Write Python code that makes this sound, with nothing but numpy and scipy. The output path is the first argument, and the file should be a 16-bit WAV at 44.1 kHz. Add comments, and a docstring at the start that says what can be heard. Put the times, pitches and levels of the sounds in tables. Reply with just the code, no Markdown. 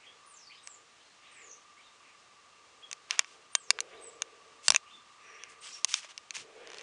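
"""A quiet garden hisses softly while starlings squabble at a hanging feeder some metres off: thin falling
whistles and small chirps echo off bushes and a wall, among faint rasps. From about 3 s a hard plastic
shell right at the microphone ticks loudly and is brushed; each tick is a tiny slip that makes it ring.
Wings whirr up in a flurry near 4 s, and more ticks, soft bumps and calls follow.
Near 6.6 s the wings flurry again and the shell gives a faint creak."""
import sys
import numpy as np
from scipy import signal
from scipy.fft import rfft, irfft
from scipy.io import wavfile
from scipy.ndimage import uniform_filter1d

SR = 44100
rng = np.random.default_rng(int(sys.argv[2]) if len(sys.argv) > 2 else 0)


def inscribe(sig):
    """Save sig as 16-bit PCM at rate SR to the path in sys.argv[1].

    A 1-D sig is mono; a 2-D sig holds one channel per row.
    Samples are clipped to [-1, 1] before scaling.
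    """
    pcm = np.round(np.clip(np.atleast_2d(sig).T, -1, 1) * 32767)
    wavfile.write(sys.argv[1], SR, pcm.astype(np.int16))


N = 300762


def amp(db):
    """Turns decibels into a number to multiply a sound by."""
    return 10 ** (np.asarray(db) / 20)


def evened(x):
    """Scales a sound so that its average strength (rms) is 1."""
    return x / np.sqrt(np.mean(x ** 2) + 1e-20)


def add(mix, s, sound):
    """Lays a sound into the mix, starting at s seconds."""
    at = round(s * SR)
    sound = sound[max(-at, 0):]
    part = mix[max(at, 0):][:len(sound)]
    part += sound[:len(part)]


def noise(size, colour, tilt_db=0):
    """Noise shaped by (pitch [Hz], level [dB]) points, tilted by tilt_db per octave above 1000 Hz."""
    hz = np.fft.rfftfreq(size, 1 / SR)
    point_hz, point_db = np.transpose(colour)
    colour_db = np.interp(np.log(hz + 1), np.log(point_hz + 1), point_db)
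    octaves = np.log2(np.maximum(hz / 1000, 1))
    return evened(irfft(rfft(rng.standard_normal(size)) * amp(colour_db + tilt_db * octaves), size))


def band(size, centre_hz, width_hz, order=2):
    """Noise around one pitch, or a random wobble if that is 0 Hz; a higher order has steeper sides."""
    hz = np.fft.rfftfreq(size, 1 / SR)
    distance = abs(hz - centre_hz) / (width_hz / np.sqrt(2))
    return evened(irfft(rfft(rng.standard_normal(size)) / (1 + distance ** order), size))


def swell(start, top, end, peaked):
    """A rounded rise and fall that is 1 at its top."""
    t = np.arange(start, max(end, start + .01), 1 / SR)
    return np.sin(np.pi / 2 * np.interp(t, [start, top, end], [0, 1, 0])) ** peaked


def puffs(rows):
    """One short swell of noise around one pitch for each row."""
    out = np.zeros(N)
    for start, top, end, db, hz, width_hz in rows:
        shape = swell(start, top, end, peaked=1.3)
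        add(out, start, amp(db) * shape * band(len(shape), hz, width_hz, order=4))
    return out


def air(hiss_db=-61.5, flicker_db=0.43):
    """An even hiss, with a few narrow humming bands that swell and fade."""
    # the tone of the hiss: (pitch [Hz], relative level [dB])
    hiss_colour = [(15, -61), (25, -26.5), (87, -12.5), (218, -12.5), (288, -10.5), (336, -9), (422, -9.5),
                   (703, -7.5), (1170, -7.5), (1300, -7), (2710, -7.5), (3240, -9), (6780, -12.5),
                   (8750, -18), (11000, -31), (14300, -71), (22000, -120)]
    # the humming bands: (pitch [Hz], width [Hz], level before the swell [dB])
    hum_bands = [(1178, 75, -67), (1025, 120, -78), (2735, 90, -78.5)]
    # how the hum swells: (time [s], level change [dB])
    hum_swell = [(0, -4), (.26, 5.5), (.45, 0.5), (.76, 2), (.84, -3), (1.1, -12.5), (1.18, 1.5), (3.4, 1),
                 (5.6, 6.5), (6.82, -6)]
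    hiss = amp(hiss_db + flicker_db * band(N, 0, 34)) * noise(N, hiss_colour)
    hum = sum(amp(db) * band(N, hz, width_hz) for hz, width_hz, db in hum_bands)
    return hiss + hum * amp(np.interp(np.arange(N) / SR, *np.transpose(hum_swell)))


def wing_effort(rise_db_per_s=149, tire_db_per_s=16, stop_db_per_s=96.5, rest_db=-82.5):
    """How hard the wings work: each burst starts quickly, tires while it lasts, and stops."""
    # bursts of flapping: (time of full effort [s], length [s], level [dB])
    bursts = [(.08, .08, -70.5), (.75, .03, -69.5), (1.45, 0.043, -64.5), (2.597, .15, -69.5),
              (2.846, 0.071, -69), (3.352, 0.032, -64.5), (3.756, .17, -56.5), (3.95, 0.13, -53),
              (4.17, .2, -59.5), (4.42, 0.32, -65), (5.282, 0.51, -64.5), (6.445, 0.13, -57.5),
              (6.612, .25, -52.5)]
    t, power = np.arange(N) / SR, amp(rest_db) ** 2
    for s, length, db in bursts:
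        rise = rise_db_per_s * np.minimum(t - s, 0)
        fall = tire_db_per_s * np.maximum(t - s, 0) + stop_db_per_s * np.maximum(t - s - length, 0)
        power = power + amp(db + rise - fall) ** 2
    return np.sqrt(power)


def wings(beat_hz=15, beat_db=1.0, drift=0.1564, whirr_hz=458, whirr_width_hz=60, whirr=0.54):
    """A low whirr of feathers, half rush and half note, that throbs with uneven wingbeats."""
    # the tone of rushing feathers: (pitch [Hz], relative level [dB])
    feather_colour = [(60, -30), (250, -27.5), (370, -9), (455, -4.5), (540, -8), (700, -14.5),
                      (1200, -22.5), (2500, -19.5), (6000, -43)]
    beats = np.cumsum(beat_hz * (1 + drift * band(N, 0, 3.9))) / SR
    feathers = noise(N, feather_colour) + whirr * band(N, whirr_hz, whirr_width_hz)
    return wing_effort() * evened(feathers * amp(beat_db * np.sin(2 * np.pi * beats)))


def rasps():
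    """A hoarse throat gives a breath of noise with no clear note."""
    # hoarse calls: (start [s], loudest moment [s], end [s], level [dB], pitch [Hz], width [Hz])
    calls = [(-.03, .04, 0.17, -62, 2270, 900), (1.19, 1.26, 1.48, -61.5, 2530, 1290),
             (1.29, 1.395, 1.52, -57.5, 2230, 800), (2.0, 2.08, 2.2, -62.5, 2360, 650),
             (3.86, 3.95, 3.95, -57.5, 2300, 1800), (5.14, 5.36, 5.65, -55.5, 2190, 970),
             (5.19, 5.3, 5.54, -63.5, 5750, 353), (6.52, 6.72, 6.94, -56, 2380, 1501)]
    return puffs(calls)


def voice(hz, db, hoarse, tremble_hz, flutter_db, flutter_hz=40):
    """A bird's gliding tone that flutters in strength; hoarse is the share by which its pitch trembles."""
    pitch = hz * (1 + hoarse * band(len(hz), tremble_hz, tremble_hz))
    tone = np.sqrt(2) * np.sin(2 * np.pi * np.cumsum(pitch) / SR)
    db = db + flutter_db * band(len(hz), flutter_hz, flutter_hz)
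    return tone * amp(db) * signal.windows.tukey(len(hz), .12)


def chirps(scoop_from=.7, scoop_hoarse=.095, note_hoarse=0.018, clearing_s=0.0096, fade_db=3):
    """Each chirp scoops up hoarsely, then clears into a short note that bends and fades a little."""
    # chirps: (start [s], scoop length [s], note length [s], note pitch [Hz], end pitch [Hz],
    # relative note level [dB], relative scoop level [dB])
    calls = [(.015, 0.055, 0.035, 3250, 3400, -54.5, -62.5), (.495, 0.043, 0.017, 3034, 3100, -56, -55),
             (.53, 0.029, .018, 4900, 5000, -60, -63), (.565, 0.023, .025, 3890, 3830, -59.5, -62),
             (1.0, 0.047, 0.092, 4160, 4250, -67.5, -66), (1.22, .06, .028, 3910, 3700, -61, -63),
             (1.765, .012, 0.027, 2210, 2360, -58.5, -67), (1.80, .053, 0.037, 3870, 3430, -61, -65),
             (2.812, .02, .018, 3310, 3300, -48.5, -64), (3.91, .075, 0.0323, 3850, 3810, -60.5, -63),
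             (4.86, 0.077, .026, 3560, 3470, -52, -59), (5.385, 0.0094, 0.027, 3400, 3280, -58, -63),
             (5.715, 0.016, .028, 5760, 5460, -45, -50)]
    out = np.zeros(N)
    for start, scoop_s, note_s, note_hz, end_hz, note_db, scoop_db in calls:
        t = np.arange(-scoop_s, note_s, 1 / SR)  # zero where the note lands
        hz = np.interp(t, [-scoop_s, 0, note_s], [scoop_from * note_hz, note_hz, end_hz])
        hoarse = np.interp(t, [-clearing_s, 0], [scoop_hoarse, note_hoarse])
        db = np.interp(t, [-clearing_s, 0, note_s], [scoop_db, note_db, note_db - fade_db])
        add(out, start, voice(hz, db, hoarse, tremble_hz=150, flutter_db=2.5))
    return out


def whistles(sag_hz_per_s=8000, drop_s=.07, steps_per_s=34, stall=.95, low_hoarse=.036):
    """Each whistle starts thin and high, sags, then breaks and drops in steps; most grow hoarser."""
    # whistles: (start [s], length [s], time until the voice breaks [s], top pitch [Hz], end pitch [Hz],
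    # relative level [dB], level change along the call [dB], starting hoarseness [share of pitch])
    calls = [(0.255, 0.26, .045, 9510, 4200, -57.5, 5, .006),
             (0.629, .13, 0.027, 8490, 6950, -56, 1, 0.0087),
             (1.304, .24, .02, 8700, 6040, -58, 16, 0.0074),
             (3.513, 0.24, 0.08, 8980, 4670, -60.5, -5, .004),
             (4.008, .095, .06, 8400, 7500, -52.5, -2, .006), (5.602, .145, 0.099, 8490, 6730, -57, 1, .05)]
    out = np.zeros(N)
    for start, length, break_s, top_hz, end_hz, db, change_db, first_hoarse in calls:
        t = np.arange(0, length, 1 / SR)
        sagging = top_hz - sag_hz_per_s * t
        turn = 2 * np.pi * steps_per_s * np.maximum(t - break_s, 0)
        falling_s = (turn + stall * np.sin(turn)) / (2 * np.pi * steps_per_s)  # almost halts each step
        drop = 1 - np.exp(-falling_s / drop_s)
        hz = sagging + (end_hz - sagging[-1]) * drop / (drop[-1] + 1e-9)
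        octaves_fallen = np.log2(top_hz / hz)
        hoarse = np.interp(octaves_fallen, [0, 0.44], [first_hoarse, low_hoarse])
        level_db = db + change_db * (t / length - .5)
        add(out, start, voice(hz, level_db, hoarse, tremble_hz=170, flutter_db=3.5))
    return out


def garden(x, bushes_db=-1, tail_s=0.26, echoes_per_s=2000, wall_s=.028, wall_db=-9):
    """Bushes scatter a short tail of tiny echoes, and a wall gives one clearer echo."""
    t = np.arange(SR // 2) / SR
    echoes = rng.choice([-1., 1.], len(t)) * (rng.random(len(t)) < echoes_per_s / SR)
    tail = echoes * (t > .002) * amp(-60 * t / tail_s)
    response = amp(bushes_db) * tail / np.linalg.norm(tail)
    response[0] = 1  # the sound that arrives straight
    add(response, wall_s, amp([wall_db]))
    return signal.fftconvolve(x, response / np.linalg.norm(response))[:N]


def bumps():
    """Handling the shell makes soft, low bumps."""
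    # bumps: (start [s], loudest moment [s], end [s], level [dB], pitch [Hz], width [Hz])
    nudges = [(4.672, 4.70, 4.77, -57, 181, 258), (4.91, 4.95, 5.1, -70.5, 297, 150),
              (5.44, 5.51, 5.58, -72.5, 250, 300), (6.35, 6.39, 6.5, -66.5, 235, 220)]
    return puffs(nudges)


def brushes(rise_share=.41, grain_db=1.5, grain_hz=300, catch_db=-0.5, catch_hz=50):
    """Each stroke over the shell presses harder, then eases, catching unevenly with a fine grain."""
    # strokes: (loudest moment [s], length [s], level [dB], brightness [dB per octave])
    strokes = [(3.127, 0.096, -44, -5), (3.193, 0.079, -47, -6.5), (3.296, 0.16, -59.5, -1),
               (4.661, 0.088, -48, 4), (4.744, 0.086, -46.5, -0.5), (5.508, 0.073, -58.5, 6),
               (5.66, .135, -47, -0.5), (5.756, 0.14, -53, 0.5), (5.891, 0.054, -42.5, 2),
               (5.92, .06, -40.5, 1.5), (5.963, 0.097, -41, 1), (6.035, 0.088, -50.5, -2),
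               (6.102, 0.057, -51, -2.5), (6.358, .055, -40, 0), (6.393, 0.098, -47.5, -0.5),
               (6.792, .25, -60, -2)]
    # the tone of brushed plastic: (pitch [Hz], relative level [dB])
    brush_colour = [(20, -61), (150, -37), (600, -13), (1100, -3.5), (1900, -1), (2700, 5), (4100, 0),
                    (6000, 2.5), (7500, -2.5), (9700, -8), (11000, -30)]
    out = np.zeros(N)
    for top, length, db, tilt_db in strokes:
        start = top - rise_share * length
        shape = swell(start, top, start + length, peaked=1.2)
        grains = amp(grain_db * band(len(shape), 0, grain_hz) + catch_db * band(len(shape), 0, catch_hz))
        add(out, start, amp(db) * shape * evened(grains * noise(len(shape), brush_colour, tilt_db)))
    return out


def shell_ring(t, detune=0.028, scatter=0.27, scatter_s=0.003, thin_hz=700, leak=0.08):
    """The plastic shell rings at its own pitches; nearby surfaces scatter the sound for a moment."""
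    # the shell's own notes: (pitch [Hz], relative level [dB], time to fade by 60 dB [s])
    notes = [(650, -15.5, 0.019), (1110, -7.5, 0.012), (1595, -11.5, 0.014), (1905, -6.5, 0.011),
             (2370, -2.5, 0.015), (2708, -1.5, 0.017), (3100, -4, 0.011), (3584, -1, 0.0081),
             (4280, -0.5, 0.0062), (5190, 3.5, 0.0039), (6010, 5, 0.0065), (6480, -4.5, 0.0055),
             (8800, 8.5, 0.0042), (8900, -30, 0.0035)]
    shifts = 1 + detune * rng.standard_normal(len(notes))  # the pitches shift with the grip
    ring = sum(amp(db - 60 * t / fade_s) * np.cos(2 * np.pi * hz * shift * t)
               for shift, (hz, db, fade_s) in zip(shifts, notes))
    echoes = rng.standard_normal(len(t)) * np.exp(-t / scatter_s)
    ring = evened(ring) + scatter * evened(echoes)
    bass_cut = signal.butter(2, thin_hz, "high", fs=SR)  # a small shell gives off little bass
    return signal.lfilter(*bass_cut, ring) + leak * ring


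def colour_tick(spectrum, level_db, tilt_db, spread_db, pivot_hz=3100):
    """Gives one tick its own loudness and tone by turning five pitch bands up or down."""
    # borders of the thud, knock, body, snap and fizz bands: (pitch [Hz])
    edges = [300, 800, 2000, 4000, 7800, 11000]
    # what a plain tick puts in each band: (relative level [dB])
    shares_db = [-26.5, -11.5, -5.5, -2, -14.5]
    edges, size = np.array(edges), len(spectrum) - 1
    hz = np.fft.rfftfreq(2 * size, 1 / SR)
    octaves = np.log2((edges[:-1] + edges[1:]) / 2 / pivot_hz)
    colour_db = np.array(shares_db) + tilt_db * octaves + spread_db * octaves ** 2
    wanted_db = level_db + colour_db - 20 * np.log10(np.linalg.norm(amp(colour_db)))
    energy = [np.sum(abs(spectrum[(hz > lo) & (hz < hi)]) ** 2) for lo, hi in zip(edges, edges[1:])]
    power = np.array(energy) / size / (SR / 100)  # spread over 10 ms
    change_db = wanted_db - 10 * np.log10(power)
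    smooth_db = uniform_filter1d(change_db[np.digitize(hz, edges[1:-1])], size=60)
    log_gain = np.log(amp(np.r_[smooth_db, smooth_db[-2:0:-1]]))
    tone_filter = np.exp(np.conj(signal.hilbert(log_gain)))[:len(hz)]  # never sounds ahead of the slip
    return irfft(spectrum * tone_filter)[:size]


def tick(level_db, tilt_db, spread_db, grit=.36):
    """A sudden slip and its brief grating set the shell ringing."""
    t = np.arange(2048) / SR
    slip_ms = np.interp(level_db, [-27.5, -14], [0.54, 0.67])  # harder ticks slip for longer
    grating = rng.standard_normal(len(t)) * np.exp(-(1000 * t / slip_ms) ** 2)
    push = (t == 0) + grit * grating
    spectrum = rfft(push, 2 * len(t)) * rfft(shell_ring(t), 2 * len(t))
    return colour_tick(spectrum, level_db, tilt_db, spread_db)


def creak(start_s=6.6735, end_s=6.815, slips_per_s=62, uneven=.3, level_db=-49, vary_db=1.7):
    """The shell creaks in a run of faint, dull, unevenly spaced slips."""
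    out, s = np.zeros(N), start_s
    for late, strong, bright in rng.standard_normal((30, 3)):
        if s < end_s:
            add(out, s, tick(level_db + vary_db * strong, tilt_db=bright - 4, spread_db=-0.1))
        s += np.exp(uneven * late) / slips_per_s
    return out


def ticks():
    """The shell slips now and then with a dry tick; one tick leaves a longer ring behind."""
    # slips: (time [s], level over 10 ms [dB], brightness [dB per octave],
    # lift of both bass and fizz [dB per octave squared])
    slips = [(0.6741, -43.5, 1.1, 1.8), (2.9139, -40.5, 0.5, 0), (2.9296, -37.5, 1.5, 0),
             (3.1089, -26.5, -1, -1.9), (3.193, -19, -0.45, 0), (3.2456, -48.5, -5.5, -2.5),
             (3.5517, -24.5, -2.3, -0.43), (3.5531, -24, 4.5, 1.7), (3.7056, -16.5, .5, 1),
             (3.7886, -35, -10, -2.5), (3.8052, -29.5, 5.5, 0), (4.2209, -29, 0.4, 0.5),
             (4.6827, -15.5, 1.6, 1.7), (4.7041, -17, 1.5, 1.6), (4.721, -32, -1, 2),
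             (4.7469, -24.5, -5, -0.7), (4.7614, -19.5, 0.7, -2.5), (5.4367, -43, 0.7, -1.8),
             (5.8465, -21.5, 3, 1), (5.9401, -33, -1.5, -2.5), (5.9415, -24, 0, -2.5), (6.0468, -48, -6, 1),
             (6.1784, -40, 2, -2.5), (6.3074, -37.5, 1.5, -2.5), (6.3666, -39.5, -2.5, -1.1),
             (6.7847, -46.5, 3, -2)]
    # the longer ring: (time [s], pitch [Hz], level [dB], time to fade by 60 dB [s])
    long_ring = [(3.553, 1590, -49, .14), (3.553, 3170, -44, .13)]
    out, t = np.zeros(N), np.arange(SR // 5) / SR
    for s, level_db, tilt_db, spread_db in slips:
        add(out, s, tick(level_db, tilt_db, spread_db))
    for s, hz, db, fade_s in long_ring:
        add(out, s, amp(db - 60 * t / fade_s) * np.sin(2 * np.pi * hz * t))
    return out


def scene():
    """Birds out in the garden, the shell close by, hiss under both."""
    shell = ticks() + brushes() + creak() + bumps()
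    birds = amp(-2.0) * whistles() + amp(-1.0) * chirps()
    return (shell + garden(birds) + rasps() + wings() + air())[None]


def record(dry, ceiling=.8, top_hz=10500):
    """The loudest ticks overload a little, adding crackle but no bass; the highest treble is cut off."""
    overload = dry / (1 + (dry / ceiling) ** 8) ** (1 / 8) - dry
    crackle = signal.lfilter(*signal.butter(1, 900, "high", fs=SR), overload)
    treble_cut = signal.firwin(101, top_hz, window=("kaiser", 7), fs=SR)
    return signal.oaconvolve(dry + crackle, treble_cut[None], "same")


dry = scene()
out = record(dry)
inscribe(out)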